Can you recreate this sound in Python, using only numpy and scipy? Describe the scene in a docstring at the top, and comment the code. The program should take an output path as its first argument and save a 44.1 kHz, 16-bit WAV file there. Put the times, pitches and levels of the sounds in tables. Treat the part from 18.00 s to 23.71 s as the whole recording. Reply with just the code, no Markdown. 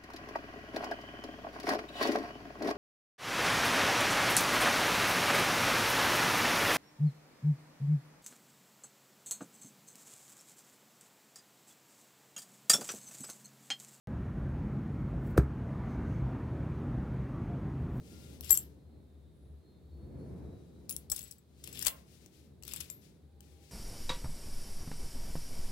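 """Fingers lift, drop and shuffle metal coins on a cloth, close to the left port of a small camera.
At 0.4 s a wide coin clicks and rings on the pile and the hand bumps the table. In the lull a low hum
and far rumble swell, with faint chirps. At 2.9 s a small coin rings; from 3 s another is stacked on top,
with two more bumps, and coins slide over each other and the weave. At 4.9 s one is pushed aside."""
import sys
import numpy as np
from scipy import signal
from scipy.fft import rfft, irfft, next_fast_len
from scipy.io import wavfile
from scipy.ndimage import map_coordinates

SR = 44100
rng = np.random.default_rng(int(sys.argv[2]) if len(sys.argv) > 2 else 0)


def inscribe(sig):
    """Save sig as 16-bit PCM at rate SR to the path in sys.argv[1].

    A 1-D sig is mono; a 2-D sig holds one channel per row.
    Samples are clipped to [-1, 1] before scaling.
    """
    pcm = np.round(np.clip(np.atleast_2d(sig).T, -1, 1) * 32767)
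    wavfile.write(sys.argv[1], SR, pcm.astype(np.int16))


N = 251811

# Coin-on-coin contacts. Each row: start in seconds, tick level in dB, contact time in ms, ring level in dB.
CONTACTS = [(0.4086, -32, 0.43, -63), (0.443, -47.5, 1.6, -46.5), (0.4909, -37, 3.1, -37),
            (0.5031, -31.5, 1.36, -31), (0.5062, -30.5, 1.17, -15), (0.5151, -35, 1.5, -15.5),
            (0.5227, -35, 2.4, -16.5), (0.538, -38.5, 7.6, -24), (0.5736, -24, 0.56, -25),
            (2.8937, -26, 0.78, -48), (2.8994, -30, 0.68, -42), (2.909, -24.5, 0.45, -42),
            (2.9146, -35, 0.36, -51), (2.925, -35, 0.68, -55), (2.9643, -26, 0.45, -59.5),
            (3.0987, -28.5, 1.14, -33), (3.1154, -22.5, 2.14, -20), (3.1603, -33.5, 2.1, -42),
            (3.191, -31, 0.99, -44), (3.2159, -42, 0.89, -66), (3.2291, -37, 0.38, -50),
            (3.2388, -52, 0.55, -46), (3.2466, -53, 0.23, -57), (3.275, -51, 0.53, -52),
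            (3.3105, -39, 1.1, -42.5), (3.3234, -41, 0.49, -53), (3.3825, -58, 0.47, -56.5),
            (3.6389, -41, 1.34, -59), (3.6742, -36.5, 0.79, -55.5), (3.7269, -45.5, 1.1, -41),
            (3.7918, -30, 0.57, -71.5), (3.81, -40.5, 1.95, -56), (3.8226, -32, 2.1, -58),
            (3.848, -33.5, 1.46, -56.5), (3.859, -23, 1.5, -49), (3.8654, -19, 2.25, -26),
            (3.88, -24, 1.2, -52.5), (4.2613, -42.5, 0.11, -74), (4.6244, -49, 0.76, -58),
            (4.6345, -38.5, 0.53, -42), (4.651, -44, 0.54, -70.5), (4.6785, -37, 0.78, -50),
            (4.723, -52, 0.93, -64), (4.7362, -28.5, 0.39, -41), (4.76, -38, 1.5, -75),
            (4.802, -37, 3.1, -69), (4.9, -33, 0.43, -32.5), (5.4055, -48, 0.8, -66)]
# Modes of four coins and the damped pile. Each row: frequency in Hz, level in dB, nominal t60 in seconds.
WIDE_COIN = [(7415, -8, .045), (7520, -5, .065), (7725, -6, .04), (12560, -5, .05), (12640, -2, .05),
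             (12700, -19, .2), (13440, -12, .07)]
SMALL_COIN = [(9410, -6, .1), (10065, 0, .13), (15620, -8, .18)]
STACKED_COIN = [(7760, 0, .035), (9900, -12, .05), (12860, -10, .05), (15620, -12, .07)]
LONE_COIN = [(7430, 0, .03), (12820, -10, .22)]
PILE_MODES = np.array([(2700, -4, .008), (3500, 0, .009), (5200, 0, .007), (7900, -2, .005),
              (11300, 0, .004), (13500, -3, .004)])
# Tick colour. Each row: frequency in Hz, gain in dB.
TICK_EQ = [(100, -28), (1500, -18.5), (4000, -11.5), (7000, -4), (11000, -3.5), (16000, -9)]
# Times in seconds at which the small, the stacked and the lone coin take over the ringing.
HANDOVER_S = (2.8, 3.0, 4.85)
# Start and end in seconds of the span in which no hand presses the coins.
UNPRESSED_S = (1, 3.5)
KNOCK_DB, KNOCK_HZ = -20.5, 1210


def clinks():
    """Each contact chatters: a tick, the pile's clack, a knock into the table, the loose coin's ring."""
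    ticks, rattling, clear, knocks = np.zeros((4, N + SR))
    t = np.arange(SR // 20) / SR
    for start_s, tick_db, contact_ms, ring_db in CONTACTS + rim_catches():
        at = round(start_s * SR)
        age = t / (np.clip(contact_ms, .2, 15) / 1000)
        force = age ** 1.583 * np.exp(.8 - age)
        chatter = unit_energy(force * rng.standard_normal(len(t)))
        coin = [WIDE_COIN, SMALL_COIN, STACKED_COIN, LONE_COIN][np.searchsorted(HANDOVER_S, start_s)]
        pressed = coin is STACKED_COIN and start_s > UNPRESSED_S[1]
        ring = coin_ring(coin, scatter_db=1.8, t60_scale=.6 if pressed else 1)
        # The pile lies differently at every contact, so its modes shift.
        shift = amp(rng.standard_normal(PILE_MODES.shape) * [1, 0, 1])
        pile = coin_ring(PILE_MODES * shift, scatter_db=3, t60_scale=.45)
        clack = signal.fftconvolve(chatter, unit_energy(pile))
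        clack[:len(t)] += 1.6 * chatter
        strength = amp(tick_db) * np.linalg.norm(force)
        ticks[at:][:len(clack)] += strength * clack
        knocks[at:][:len(t)] += strength * chatter
        build_up = 1 - np.exp(-np.arange(len(ring)) / SR / (contact_ms / 1000))
        (clear if coin is SMALL_COIN else rattling)[at:][:len(ring)] += amp(ring_db) * ring * build_up
    knock = amp(KNOCK_DB) * filtered(knocks[:N], lambda hz: bandpass(hz, KNOCK_HZ))
    tick = filtered(thin_unpressed(ticks[:N]), lambda hz: amp(along(TICK_EQ, hz)))
    rattle = 1 + .9 * np.tanh(wobble(500))  # neighbours touch the ringing coin
    return rattle * rattling[:N] + clear[:N] + knock + tick


def coin_ring(modes, scatter_db, t60_scale):
    """One tap excites decaying modes at random phases, their levels spread by scatter_db."""
    t = np.arange(round(SR * t60_scale * max(t60 for hz, db, t60 in modes)) * 2) / SR
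    return sum(amp(db + scatter_db * rng.standard_normal() - 60 * t / (t60_scale * t60))
               * np.sin(2 * np.pi * (hz * t + rng.random())) for hz, db, t60 in modes)


def thin_unpressed(x, corner_hz=3960):
    """Coins that no hand presses lose their lower clack."""
    t = np.arange(N) / SR
    thin = filtered(x, lambda hz: (1j * hz / (corner_hz + 1j * hz)) ** 2)
    return np.where((t > UNPRESSED_S[0]) & (t < UNPRESSED_S[1]), thin, x)


def rim_catches(rate_per_s=90, contact_ms=.33, threshold_db=-59.5):
    """Rims catch at random under hard strokes; returns rows as in CONTACTS."""
    when, chance = rng.random((round(rate_per_s * N / SR), 2)).T
    level_db = stroke_level_db()[(when * N).astype(int)]
    tick_db = level_db + 6.5 + 10 * np.log10(1 - chance)
    hard = level_db > threshold_db
    return [(s, db, contact_ms, db - 10) for s, db in zip(when[hard] * N / SR, tick_db[hard])]


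# Finger strokes. Each row: start, swell time and hold time in seconds, level in dB.
STROKES = [(-.1, 0.25, 0.18, -61.5), (0.415, 0.022, 0.097, -54), (1.975, 0.32, 0.572, -79.5),
           (2.885, 0.0076, 0.032, -61.5), (3.118, 0.026, 0.037, -52.5), (3.418, 0.33, 0.032, -64),
           (3.627, 0.015, 0.028, -56.5), (3.697, 0.063, 0.091, -51), (4.004, 0.13, 0.085, -67),
           (4.284, 0.06, 0.05, -68.5), (4.625, 0.053, 0.078, -56), (4.706, 0.051, 0.081, -57),
           (5.002, 0.023, 0.037, -67), (5.399, 0.036, 0.089, -70), (5.509, 0.16, 0.062, -68)]


def stroke_level_db(swell_db=33.5, fade_db_per_s=126.5):
    """Each stroke swells, holds and dies as the hand eases; their powers add."""
    t = np.arange(N) / SR
    power = 0
    for start_s, swell_s, hold_s, db in STROKES:
        onset_db = swell_db * np.clip(1 - (t - start_s) / swell_s, 0, None) ** 2
        fade_db = fade_db_per_s * np.clip(t - start_s - swell_s - hold_s, 0, None)
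        power += amp(db - onset_db - fade_db) ** 2
    return 10 * np.log10(power + 1e-14)


# Skin on cloth. Each row: frequency in Hz, relative density in dB.
CLOTH_SPECTRUM = [(500, -38), (1300, -10), (2200, -2.5), (5000, -0.5), (12000, -7), (16500, -12)]


def sliding():
    """Light strokes swish on the weave; under hard ones rims catch on relief and rasp through the coins."""
    level_db = stroke_level_db()
    hardness = np.clip((level_db + 64) / 8, 0, 1)
    friction = rng.standard_normal(N) * amp(1.2 * wobble(40))
    swish = unit_rms(filtered(friction, lambda hz: amp(along(CLOTH_SPECTRUM, hz))))
    slips = unit_rms(rng.standard_normal(N) * amp(5 * wobble(350) + 3.5 * wobble(90)))
    pile = unit_energy(coin_ring(PILE_MODES, scatter_db=0, t60_scale=.55))
    wide = unit_energy(coin_ring(WIDE_COIN, scatter_db=0, t60_scale=.6))
    body = np.pad(pile, (0, len(wide) - len(pile))) + amp(-8) * wide
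    rasp = signal.fftconvolve(hardness * amp(level_db + 1.5) * slips, body)[:N]
    rasp = filtered(rasp, lambda hz: hz ** 2 / (hz ** 2 + 1800 ** 2))  # the rasp carries no bass
    return amp(level_db) * (1 - hardness / 2) * swish + thin_unpressed(rasp)


# Hand on table. Each row: start in seconds, gain in dB.
BUMPS = [(0.499, -33.5), (3.114, -38), (3.861, -36)]


def table_bumps(push_s=.009, thud_s=.0043, thud_db=3.5, thud_hz=702):
    """The hand sends a soft low push through the table; the top answers with a dull thud."""
    pushes, thuds = np.zeros((2, N + SR))
    t = np.arange(SR // 4) / SR
    push = np.sin(3 * t / push_s) * t / push_s * np.exp(-t / push_s)
    thud_envelope = (t / thud_s) ** 2 * np.exp(-t / thud_s)
    for start_s, db in BUMPS:
        at = round(start_s * SR)
        pushes[at:][:len(t)] += amp(db) * push
        thuds[at:][:len(t)] += amp(db + thud_db) * thud_envelope * rng.standard_normal(len(t))
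    return pushes[:N] + filtered(thuds[:N], lambda hz: bandpass(hz, thud_hz) ** 2)


# Room decay. Each row: frequency in Hz, t60 in seconds.
ROOM_DECAY = [(500, 0.63), (5000, 0.067), (15000, 0.19)]


def room(x, predelay_samples=130):
    """A diffuse stereo tail in which each frequency dies at its own speed."""
    hz, t, noise = signal.stft(rng.standard_normal((2, SR // 3)), SR, nperseg=256)
    tail = signal.istft(noise * amp(-60 * t / along(ROOM_DECAY, hz)[:, None]), SR, nperseg=256)[1]
    delayed = np.pad(x, (predelay_samples, 0))[None]
    return signal.fftconvolve(delayed, tail / np.linalg.norm(tail[0]), axes=1)[:, :N]


# Far swells. Each row: time in seconds, hum level in dB, rumble level in dB.
FAR_LEVELS = [(0.0, -57, -52.5), (0.41, -54.5, -52), (1.13, -60.5, -61.5), (1.53, -52.5, -59),
              (1.67, -65.5, -60.5), (1.91, -50, -57.5), (2.05, -45.5, -49.5), (2.29, -51.5, -47),
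              (2.7, -59, -54.5), (2.97, -57, -55.5), (3.45, -66.5, -65), (3.75, -62, -56),
              (4.03, -63.5, -63), (4.33, -63, -62), (4.63, -57.5, -62), (4.8, -59, -55),
              (5.01, -67.5, -60.5), (5.34, -55.5, -60.5), (5.71, -67.5, -62)]
# Hum and rumble colours. Each row: frequency in Hz, relative density in dB.
HUM_SPECTRUM = [(20, -51), (50, -11.5), (73, 12), (95, -7.5), (130, -56)]
RUMBLE_SPECTRUM = [(15, -53), (30, -18.5), (110, -4.5), (142, 0), (195, -5), (400, -9.5), (1100, -33.5),
                   (2500, -44.5), (5000, -100)]


def hum_and_rumble():
    """A narrow low hum and a broad far rumble swell and waver together."""
    hum_db, rumble_db = curves(FAR_LEVELS)
    waver_db = 1.4 * wobble(6)
    hum = amp(hum_db + waver_db) * stereo_noise(HUM_SPECTRUM) * amp([[1.2], [-1.2]])
    rumble = amp(rumble_db + waver_db + wobble(12)) * stereo_noise(RUMBLE_SPECTRUM)
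    return hum + rumble


# Far chirps and hoots. Each row: start and length in seconds, pitch in Hz, level in dB.
CHIRPS = [(.75, .3, 4200, -86), (1.33, .22, 10350, -84), (1.97, .18, 9300, -87), (1.61, .18, 4210, -78),
          (1.74, .62, 4320, -81), (2.3, .58, 3900, -81), (2.17, .15, 9750, -84), (.95, .6, 3700, -85),
          (1.62, .6, 3720, -85), (.08, .24, 1400, -72), (5.25, .55, 800, -76)]


def far_chirps():
    """Fuzzy tones that swell, flicker and fade; the longer ones waver more."""
    t = np.arange(N) / SR
    drift = np.cumsum(.05 * wobble(300)) / SR
    tones = np.zeros(N)
    for start_s, length_s, hz, db in CHIRPS:
        arch = np.sin(np.pi * np.clip((t - start_s) / length_s, 0, 1)) ** .5
        tones += amp(db + 2.5 * wobble(30)) * arch * np.sin(2 * np.pi * hz * (t + length_s * drift))
    return tones


# Steady hiss, with a faint whistling band near 3.9 kHz. Each row: frequency in Hz, relative density in dB.
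HISS_SPECTRUM = [(500, -19.5), (900, -7.5), (2900, -14), (3900, -7.5), (5600, -18.5), (9500, -15.5),
                 (16500, -21)]


def steady_hiss(level_db=-78.5):
    """A steady hiss, with a faint whistling band near 3.9 kHz."""
    return amp(level_db) * stereo_noise(HISS_SPECTRUM)


# Background width. Each row: frequency in Hz, left-right correlation.
COHERENCE = [(25, .8), (70, .94), (250, .75), (600, .4), (16000, .1)]


def stereo_noise(spectrum):
    """Coloured noise of rms 1, near mono in the bass."""
    def response(hz):
        angle = np.arccos(np.clip(along(COHERENCE, hz), 0, 1)) / 2
        return amp(along(spectrum, hz)) * [np.cos(angle), np.sin(angle)]
    mid, side = filtered(rng.standard_normal((2, N)), response)
    return unit_rms(np.array([mid + side, mid - side]))


def amp(db):
    return 10 ** (np.asarray(db) / 20)


def unit_rms(x):
    return x / np.sqrt(np.mean(x ** 2) + 1e-20)


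def unit_energy(x):
    return x / np.linalg.norm(x)


def along(points, hz):
    """Interpolates (Hz, value) points on a log axis."""
    knots_hz, values = np.transpose(points)
    return np.interp(np.log(hz + 1), np.log(knots_hz + 1), values)


def curves(rows):
    """One value per sample for each column after the time."""
    times_s, *columns = np.transpose(rows)
    return [np.interp(np.arange(N) / SR, times_s, column) for column in columns]


def wobble(knots_per_s):
    """A smooth random curve."""
    knots = rng.standard_normal(int(N * knots_per_s / SR) + 4)
    return map_coordinates(knots, [np.arange(N) * knots_per_s / SR])


def bandpass(hz, centre_hz):
    return 2j * hz * centre_hz / (centre_hz + 1j * hz) ** 2


def filtered(x, response):
    """Applies a frequency response given as a function of Hz."""
    size = next_fast_len(N + SR // 2)
    return irfft(rfft(x, size) * response(np.fft.rfftfreq(size, 1 / SR)), size)[..., :N]


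# Coin position. Each row: time in seconds, left over right in dB.
BALANCE = [(0, 16), (3.3, 16.5), (3.65, 12), (3.9, 20), (4.65, 31), (4.9, 21.5)]
RIGHT_LAG_SAMPLES = 9


def scene():
    """Coins reach the left port louder and sooner; bumps, room and background join them."""
    coins = clinks() + sliding()
    ratio = amp(curves(BALANCE)[0])
    left = 2 * ratio / (1 + ratio) * coins
    right = 2 / (1 + ratio) * np.pad(coins, (RIGHT_LAG_SAMPLES, 0))[:N]
    near = np.array([left, right]) + amp([[2.5], [-2.5]]) * table_bumps()
    return near + amp(-7) * room(coins) + hum_and_rumble() + far_chirps() + steady_hiss()


def record(dry):
    """The camera keeps nothing above its band limit."""
    limit_hz = 16450
    return filtered(dry, lambda hz: np.clip((limit_hz - hz) / 500, 0, 1) ** 2)


dry = scene()
out = record(dry)
inscribe(out)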